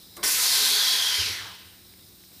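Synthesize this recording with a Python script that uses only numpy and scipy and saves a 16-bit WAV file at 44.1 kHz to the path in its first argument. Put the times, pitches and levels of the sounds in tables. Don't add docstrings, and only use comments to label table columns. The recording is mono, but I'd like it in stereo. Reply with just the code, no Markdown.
import sys
import numpy as np
from scipy import signal
from scipy.io import wavfile
from scipy.ndimage import uniform_filter1d

SR = 44100
rng = np.random.default_rng(int(sys.argv[2]) if len(sys.argv) > 2 else 0)


def inscribe(sig):
    pcm = np.round(np.clip(np.atleast_2d(sig).T, -1, 1) * 32767)
    wavfile.write(sys.argv[1], SR, pcm.astype(np.int16))


def to_linear_factor(level_db):
    exponent = np.asarray(level_db, float) / 20
    return 10 ** exponent


N = 105840
T = np.arange(N) / SR
VALVE_OPENS_S = 0.2292

# (time [s], level [dB], dullness [0-1])
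JET_FADE = [
    (.23, -23, 0.63),
    (.3, -22, 0.51),
    (.37, -23.5, 0.55),
    (.6, -23.5, 0.61),
    (.85, -25.5, 0.79),
    (1.15, -28, 0.92),
    (1.299, -33, 0.87),
    (1.4, -46.5, 0.78),
    (1.7, -72, 1.1),
]
# (frequency [Hz], level [dB per Hz])
JET_BRIGHT = [(150, -36), (480, -8), (1020, -15.5), (2410, -11.5), (4480, -4), (7500, 5), (13000, -4.5),
              (15500, 3.5)]
# (frequency [Hz], level [dB per Hz])
JET_DULL = [(150, -41), (600, -18), (1000, -13.5), (1700, -8), (2900, -3), (5500, -0.5), (7500, -12),
            (15500, -24.5)]
# (frequency [Hz], width [Hz], level [dB])
CASING = [(603, 49, -19), (1027, 81, 8.5), (1180, 94, -6), (1270, 60, 5), (1570, 170, 6), (1820, 36, 8),
          (2033, 50, 7.5), (2270, 42, 3), (2486, 170, 1.5), (2905, 480, -2), (7360, 2300, 0),
          (9990, 1550, 7.5), (10900, 770, -3.5), (12820, 2300, 9), (14600, 720, 4.5)]
# (frequency [Hz], width [Hz], level [dB])
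DULL_DIPS = [(14150, 450, -3), (10950, 350, -1)]
# (time [s], level [dB], pitch [Hz], width [Hz])
CHUFF = [
    (.2298, -22, 4300, 1500),
    (.2315, -28, 4100, 1500),
    (.236, -43, 3000, 1500),
    (.245, -60, 2000, 1500),
]
# (start [s], level [dB], pitch [Hz], time to fall 60 dB [s])
PIPE_RINGS = [
    (.232, -33, 1040, .15),
    (.233, -32, 1530, .15),
    (.236, -34, 1810, .1),
    (.247, -34, 2040, .12),
    (.276, -34, 1530, .2),
]
# (time [s], level [dB], favoured pitch [Hz])
HOWL = [
    (.3, -44, 4600),
    (.38, -32, 4360),
    (.46, -19.5, 3990),
    (.55, -20, 4100),
    (0.649, -19, 3880),
    (.9, -19, 3890),
    (1.1, -30.5, 3950),
    (1.2, -24, 4400),
    (1.32, -29.5, 3850),
    (1.55, -68, 3890),
]
# (frequency [Hz], width [Hz], level [dB])
SILENCER_MODES = [(3540, 69, -11), (3774, 180, -9.5), (3957, 120, -9), (4250, 300, -7), (4560, 84, -9),
                  (4960, 500, -4.5), (5800, 750, 0), (6300, 300, 7)]
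# (time [s], level [dB], pitch [Hz], width [Hz])
WHISTLE = [
    (.45, -37.5, 3290, 200),
    (.6, -36.5, 3250, 130),
    (.8, -31.5, 3307, 150),
    (.95, -28, 3320, 190),
    (1.1, -30.5, 3190, 199.4),
    (1.205, -30, 3160, 197),
    (1.23, -35.5, 3120, 400),
    (1.36, -42, 3240, 395),
    (1.75, -61.5, 2880, 600),
]
# (time [s], level [dB], pitch [Hz], width [Hz])
WHEEZE = [
    (1.2, -32, 2930, 400),
    (1.26, -39.5, 2500, 500),
    (1.32, -37, 2010, 610),
    (1.39, -39, 1890, 600),
    (1.45, -44.5, 1250, 1008),
    (1.53, -52, 980, 300),
    (1.57, -63, 950, 300),
]
# (start [s], length [s], level [dB], pitch [Hz])
GROANS = [(0.557, 0.1, -49, 420), (0.599, 0.15, -54, 266.6), (0.702, 0.089, -48.5, 420),
          (0.931, 0.21, -58, 420), (1.165, 0.033, -43.5, 420), (1.209, 0.036, -53.5, 364),
          (1.266, 0.029, -50.5, 430), (1.179, 0.047, -39.5, 85), (1.222, 0.06, -46.5, 94.4),
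          (1.289, 0.041, -47, 92.5), (1.399, 0.1, -57.5, 101)]
# (time [s], level [dB], pitch [Hz], width [Hz])
SCRAPE = [
    (1.16, -103, 360, 300),
    (1.2, -56, 300, 300),
    (1.31, -52, 347, 300),
    (1.34, -68, 300, 300),
]
# (time [s], burst length [s], burst level [dB], ring level [dB])
KNOCKS = [
    (0.1657, 0.008, -35, -45),
    (0.173, 0.0093, -42, -51),
    (0.185, 0.0067, -70, -46),
    (.2, 0.0068, -70, -47.5),
    (0.2267, 0.004, -44, -40),
]
# (frequency [Hz], level [dB], time to fall 60 dB [s])
FRAME_MODES = [(58, 12, 0.12), (202, 2, 0.2), (300, -6.5, 0.54), (328, 4, 0.32), (420, 1.5, 0.4),
               (615, 4, 0.19), (720, 4, 0.12), (850, -1, 0.16), (1135, 12, 0.093), (1380, 1, 0.12),
               (1660, -2, 0.29), (2060, -6, 0.38), (2500, -18, .12), (3000, -18, .12)]
# (time [s], level [dB], pitch [Hz])
TICKS = [
    (1.937, -43.5, 1790),
    (2.15, -52, 12500),
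    (2.237, -48, 2070),
    (2.25, -52, 12500),
    (2.25, -54, 5000),
    (2.318, -52, 1420),
]
# (frequency [Hz], level [dB per Hz])
SHOP_TONE = [(25, -20), (64, -3), (340, -9), (600, -18), (1240, -20), (2800, -19.5), (11500, -18.5),
             (15000, -9.5)]
# (time [s], level [dB])
SHOP_LEVEL = [(0, -47.5), (.2, -46), (1.8, -49), (2.4, -48)]
# (frequency [Hz], width [Hz], level [dB])
LEAK = [(3840, 620, 12.5), (3730, 60, -7), (5100, 990, 9.5), (5540, 170, 0), (8400, 610, 5.5),
        (9450, 1100, 4), (6900, 670, 1)]
# (frequency [Hz], level [dB], width [Hz])
HUM = [(68.8, -64, 20), (101, -66, 5.2), (185.5, -65, 3.3), (313, -73.5, 0.85), (353, -69.5, 1.14)]
# (frequency [Hz], time to fall 60 dB [s])
HALL_DECAY = [(200, 2.9), (1000, 1.39), (2500, 1.17), (5000, 0.86), (10000, 0.65), (15000, 0.69)]
# (from [Hz], to [Hz], start [s], end
# [s], share lost at start [0-1], share lost at end [0-1])
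THIN_BANDS = [(13550, 14900, .26, 1.5, .2, .5), (13950, 14400, .7, 1.36, .2, .8),
              (10350, 11400, .3, 1.46, .2, .35), (10850, 11200, 1.37, 1.44, .9, .9)]


def evened(x):
    return x / np.sqrt(np.mean(x ** 2) + 1e-20)


def read(points, hz):
    f, value = np.transpose(points)
    return np.interp(np.log(hz + 1), np.log(f + 1), value)


def bumps(rows, hz):
    return sum(db * np.exp(-2 * ((hz - f) / width) ** 2) for f, width, db in rows)


def add(mix, s, sound):
    part = mix[round(s * SR):][:len(sound)]
    part += sound[:len(part)]


def resonate(x, hz, width):
    turn = np.exp(2j * np.pi * np.cumsum(hz * np.ones(len(x))) / SR)
    r = np.exp(-np.pi * width / SR)
    return 2 * (turn * signal.lfilter([1 - r], [1, -r], x / turn)).real


def resonate_twice(x, hz, width):
    return evened(resonate(resonate(x, hz, width), hz, 2 * width))


def wander(rate):
    span = max(int(SR / rate), 1)
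    return evened(uniform_filter1d(uniform_filter1d(rng.standard_normal(N), span), span))


def turbulence(shape_db, patch_db):
    frames = N // 256 + 5
    hz = np.fft.rfftfreq(1024, 1 / SR)[:, None]
    a, b, patches = rng.standard_normal((frames, 513, 3)).T
    patches = uniform_filter1d(uniform_filter1d(patches, size=12, axis=0), size=12, axis=1)
    shape = to_linear_factor(shape_db(hz, np.arange(frames) * 256 / SR)) * np.ones(frames)
    shape = shape / np.sqrt((shape ** 2).mean(0))
    z = (a + 1j * b) * shape * to_linear_factor(patch_db * evened(patches))
    return evened(signal.istft(z, nperseg=1024, noverlap=768)[1][:N])


def breathy(curve, waver_db):
    s, level_db, pitch_hz, width_hz = np.transpose(curve)
    on = (T > s[0]) & (T < s[-1])
    out, noise = np.zeros(N), rng.standard_normal((len(s), N))
    hz = np.interp(T[on], s, pitch_hz)
    for share, width, n in zip(np.eye(len(s)), width_hz, noise):
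        out[on] += np.sqrt(np.interp(T[on], s, share)) * resonate_twice(n[on], hz, width)
    return out * to_linear_factor(np.interp(T, s, level_db) + waver_db * wander(49))


def jet():
    rise_s, treble_lag_s = 0.002, 0.007
    patch_db, flutter_db = 1.5, 0.57
    s, level_db, dullness = np.transpose(JET_FADE)

    def shape_db(hz, t):
        d = np.interp(t, s, dullness)
        blend = (1 - d) * read(JET_BRIGHT, hz) + d * read(JET_DULL, hz)
        return blend + bumps(CASING, hz) + d * bumps(DULL_DIPS, hz)

    hiss = turbulence(shape_db, patch_db)
    hiss = hiss * to_linear_factor(np.interp(T, s, level_db) + flutter_db * wander(52))
    low = signal.sosfilt(signal.butter(4, 6000, fs=SR, output="sos"), hiss)
    late = np.clip((T - VALVE_OPENS_S) / treble_lag_s, 0, 1) ** 2
    opening = np.clip((T - VALVE_OPENS_S) / rise_s, 0, 1)
    return opening * ((1 - late) * low + late * hiss)


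def howl():
    spread_hz, waver_db = 1300, 1.8
    sag = 0.053
    s, level_db, pitch_hz = np.transpose(HOWL)
    favoured = np.interp(T, s, pitch_hz)
    out = np.zeros(N)
    for hz, width, db in SILENCER_MODES:
        bent = hz * (1 + sag * (favoured - 3700) / 1000)
        mode = resonate_twice(rng.standard_normal(N), bent, width)
        distance_db = 10 * ((hz - favoured) / spread_hz) ** 2
        out += mode * to_linear_factor(db - distance_db + waver_db * wander(36))
    on = (T > s[0]) * (T < s[-1])
    return on * out / 2 * to_linear_factor(np.interp(T, s, level_db))


def whistle():
    return breathy(WHISTLE, 1.5)


def chuff():
    return breathy(CHUFF, 2.3)


def pipe():
    width_hz, rise_s = 45, 0.006
    out, t = np.zeros(N), np.arange(8000) / SR
    for s, db, hz, t60 in PIPE_RINGS:
        ring = evened(resonate(rng.standard_normal(len(t)), hz, width_hz))
        add(out, s, to_linear_factor(db - 60 * t / t60) * np.minimum(t / rise_s, 1) * ring)
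    return out


def wheeze():
    return breathy(WHEEZE, 0.61)


def platen():
    edge_s, roughness, pitch_slip = 0.01, 0.3, 0.015
    out = np.zeros(N)
    shake, slip = wander(48), wander(56)
    for start, length, db, hz in GROANS:
        t = np.arange(0, length, 1 / SR)
        first = round(start * SR)
        at = slice(first, first + len(t))
        edge = np.clip(np.minimum(t, length - t) / edge_s, 0, 1)
        tone = np.sin(2 * np.pi * np.cumsum(hz * (1 + pitch_slip * slip[at])) / SR)
        add(out, start, to_linear_factor(db + 3.5) * edge * (1 + roughness * shake[at]) * tone)
    return out


def scrape():
    return breathy(SCRAPE, 2.3)


def knocks():
    width_share, rise_s, top_hz = 0.1, 0.008, 12500
    out, t = np.zeros(N), np.arange(12000) / SR
    for s, length, burst_db, ring_db in KNOCKS:
        n = rng.standard_normal(len(t))
        burst = n * np.sqrt(np.sin(np.pi * np.clip(t / length, 0, 1)).clip(0))
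        burst = burst - 0.27 * np.roll(burst, 1)
        burst = signal.lfilter(*signal.butter(2, top_hz, fs=SR), burst)
        ring = np.zeros(len(t))
        for hz, db, t60 in FRAME_MODES:
            ring += to_linear_factor(db - 60 * t / t60) * resonate_twice(n, hz, width_share * hz)
        add(out, s, to_linear_factor(burst_db) * burst + to_linear_factor(ring_db) * np.minimum(t / rise_s, 1) * ring / 2)
    return out


def far_ticks():
    out, t = np.zeros(N), np.arange(800) / SR
    for s, db, hz in TICKS:
        tick = evened(resonate(rng.standard_normal(len(t)), hz, 1800))
        add(out, s, to_linear_factor(db) * tick * np.exp(-t / 0.0021))
    return out


def shop():
    patch_db, flutter_db, flutter_rate = 1.1, 0.7, 35

    def shape_db(hz, t):
        return read(SHOP_TONE, hz) + np.where(t < VALVE_OPENS_S, 1.3, 1) * bumps(LEAK, hz)

    wash = turbulence(shape_db, patch_db)
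    level_db = np.interp(T, *np.transpose(SHOP_LEVEL))
    out = wash * to_linear_factor(level_db + flutter_db * wander(flutter_rate))
    for hz, db, width in HUM:
        loudness = to_linear_factor(db + 1.5 + 1.16 * wander(6.5))
        out += loudness * np.sin(2 * np.pi * np.cumsum(hz + width / 2 * wander(15)) / SR)
    return out


def hall(x):
    delay_s = 0.012
    taps = rng.standard_normal(SR) * (np.arange(SR) > delay_s * SR)
    hz, t, z = signal.stft(taps, SR, nperseg=256)
    fade = to_linear_factor(-60 * t / read(HALL_DECAY, hz)[:, None])
    tail = signal.istft(z * fade, SR, nperseg=256)[1]
    return signal.fftconvolve(x, tail / np.linalg.norm(tail))[:N]


def thin_treble(x):
    hz, t, z = signal.stft(x, SR, nperseg=1024, noverlap=768)
    power = uniform_filter1d(uniform_filter1d(abs(z) ** 2, size=3, axis=0), size=4, axis=1)
    power = power / uniform_filter1d(power, size=40, axis=1)
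    keep = np.ones(z.shape)
    for lo_hz, hi_hz, start, end, first, last in THIN_BANDS:
        rows = (hz > lo_hz) & (hz < hi_hz)
        rank = power[rows].argsort(0).argsort(0) / rows.sum()
        flicker = 1 + 0.4 * np.interp(t, T, wander(20))
        share = np.interp(t, [start, end], [first, last], 0, 0) * flicker
        keep[rows] *= rank >= share
    return signal.istft(z * keep, SR, nperseg=1024, noverlap=768)[1][:N]


def scene():
    air = jet() + howl() + chuff() + pipe()
    tone = whistle()
    hits = knocks() + far_ticks()
    near = wheeze() + scrape() + platen()
    echo = hall(air + to_linear_factor(-9) * tone + 0.22 * hits + 0.26 * near)
    mono = air + tone + hits + near + to_linear_factor(-6) * echo + shop()
    return np.array([mono, mono])


def low_pass(x):
    return signal.sosfilt(signal.butter(12, 16430, fs=SR, output="sos"), x)


def record(dry):
    bass_hz, top_hz = 48, 15330
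    no_bass = signal.sosfilt(signal.butter(2, bass_hz, "high", fs=SR, output="sos"), dry[0])
    thin = thin_treble(no_bass)
    limited = signal.oaconvolve(thin, signal.firwin(801, top_hz, window=("kaiser", 9), fs=SR), "same")
    return low_pass(np.array([limited, limited]))


dry = scene()
out = record(dry)
inscribe(out)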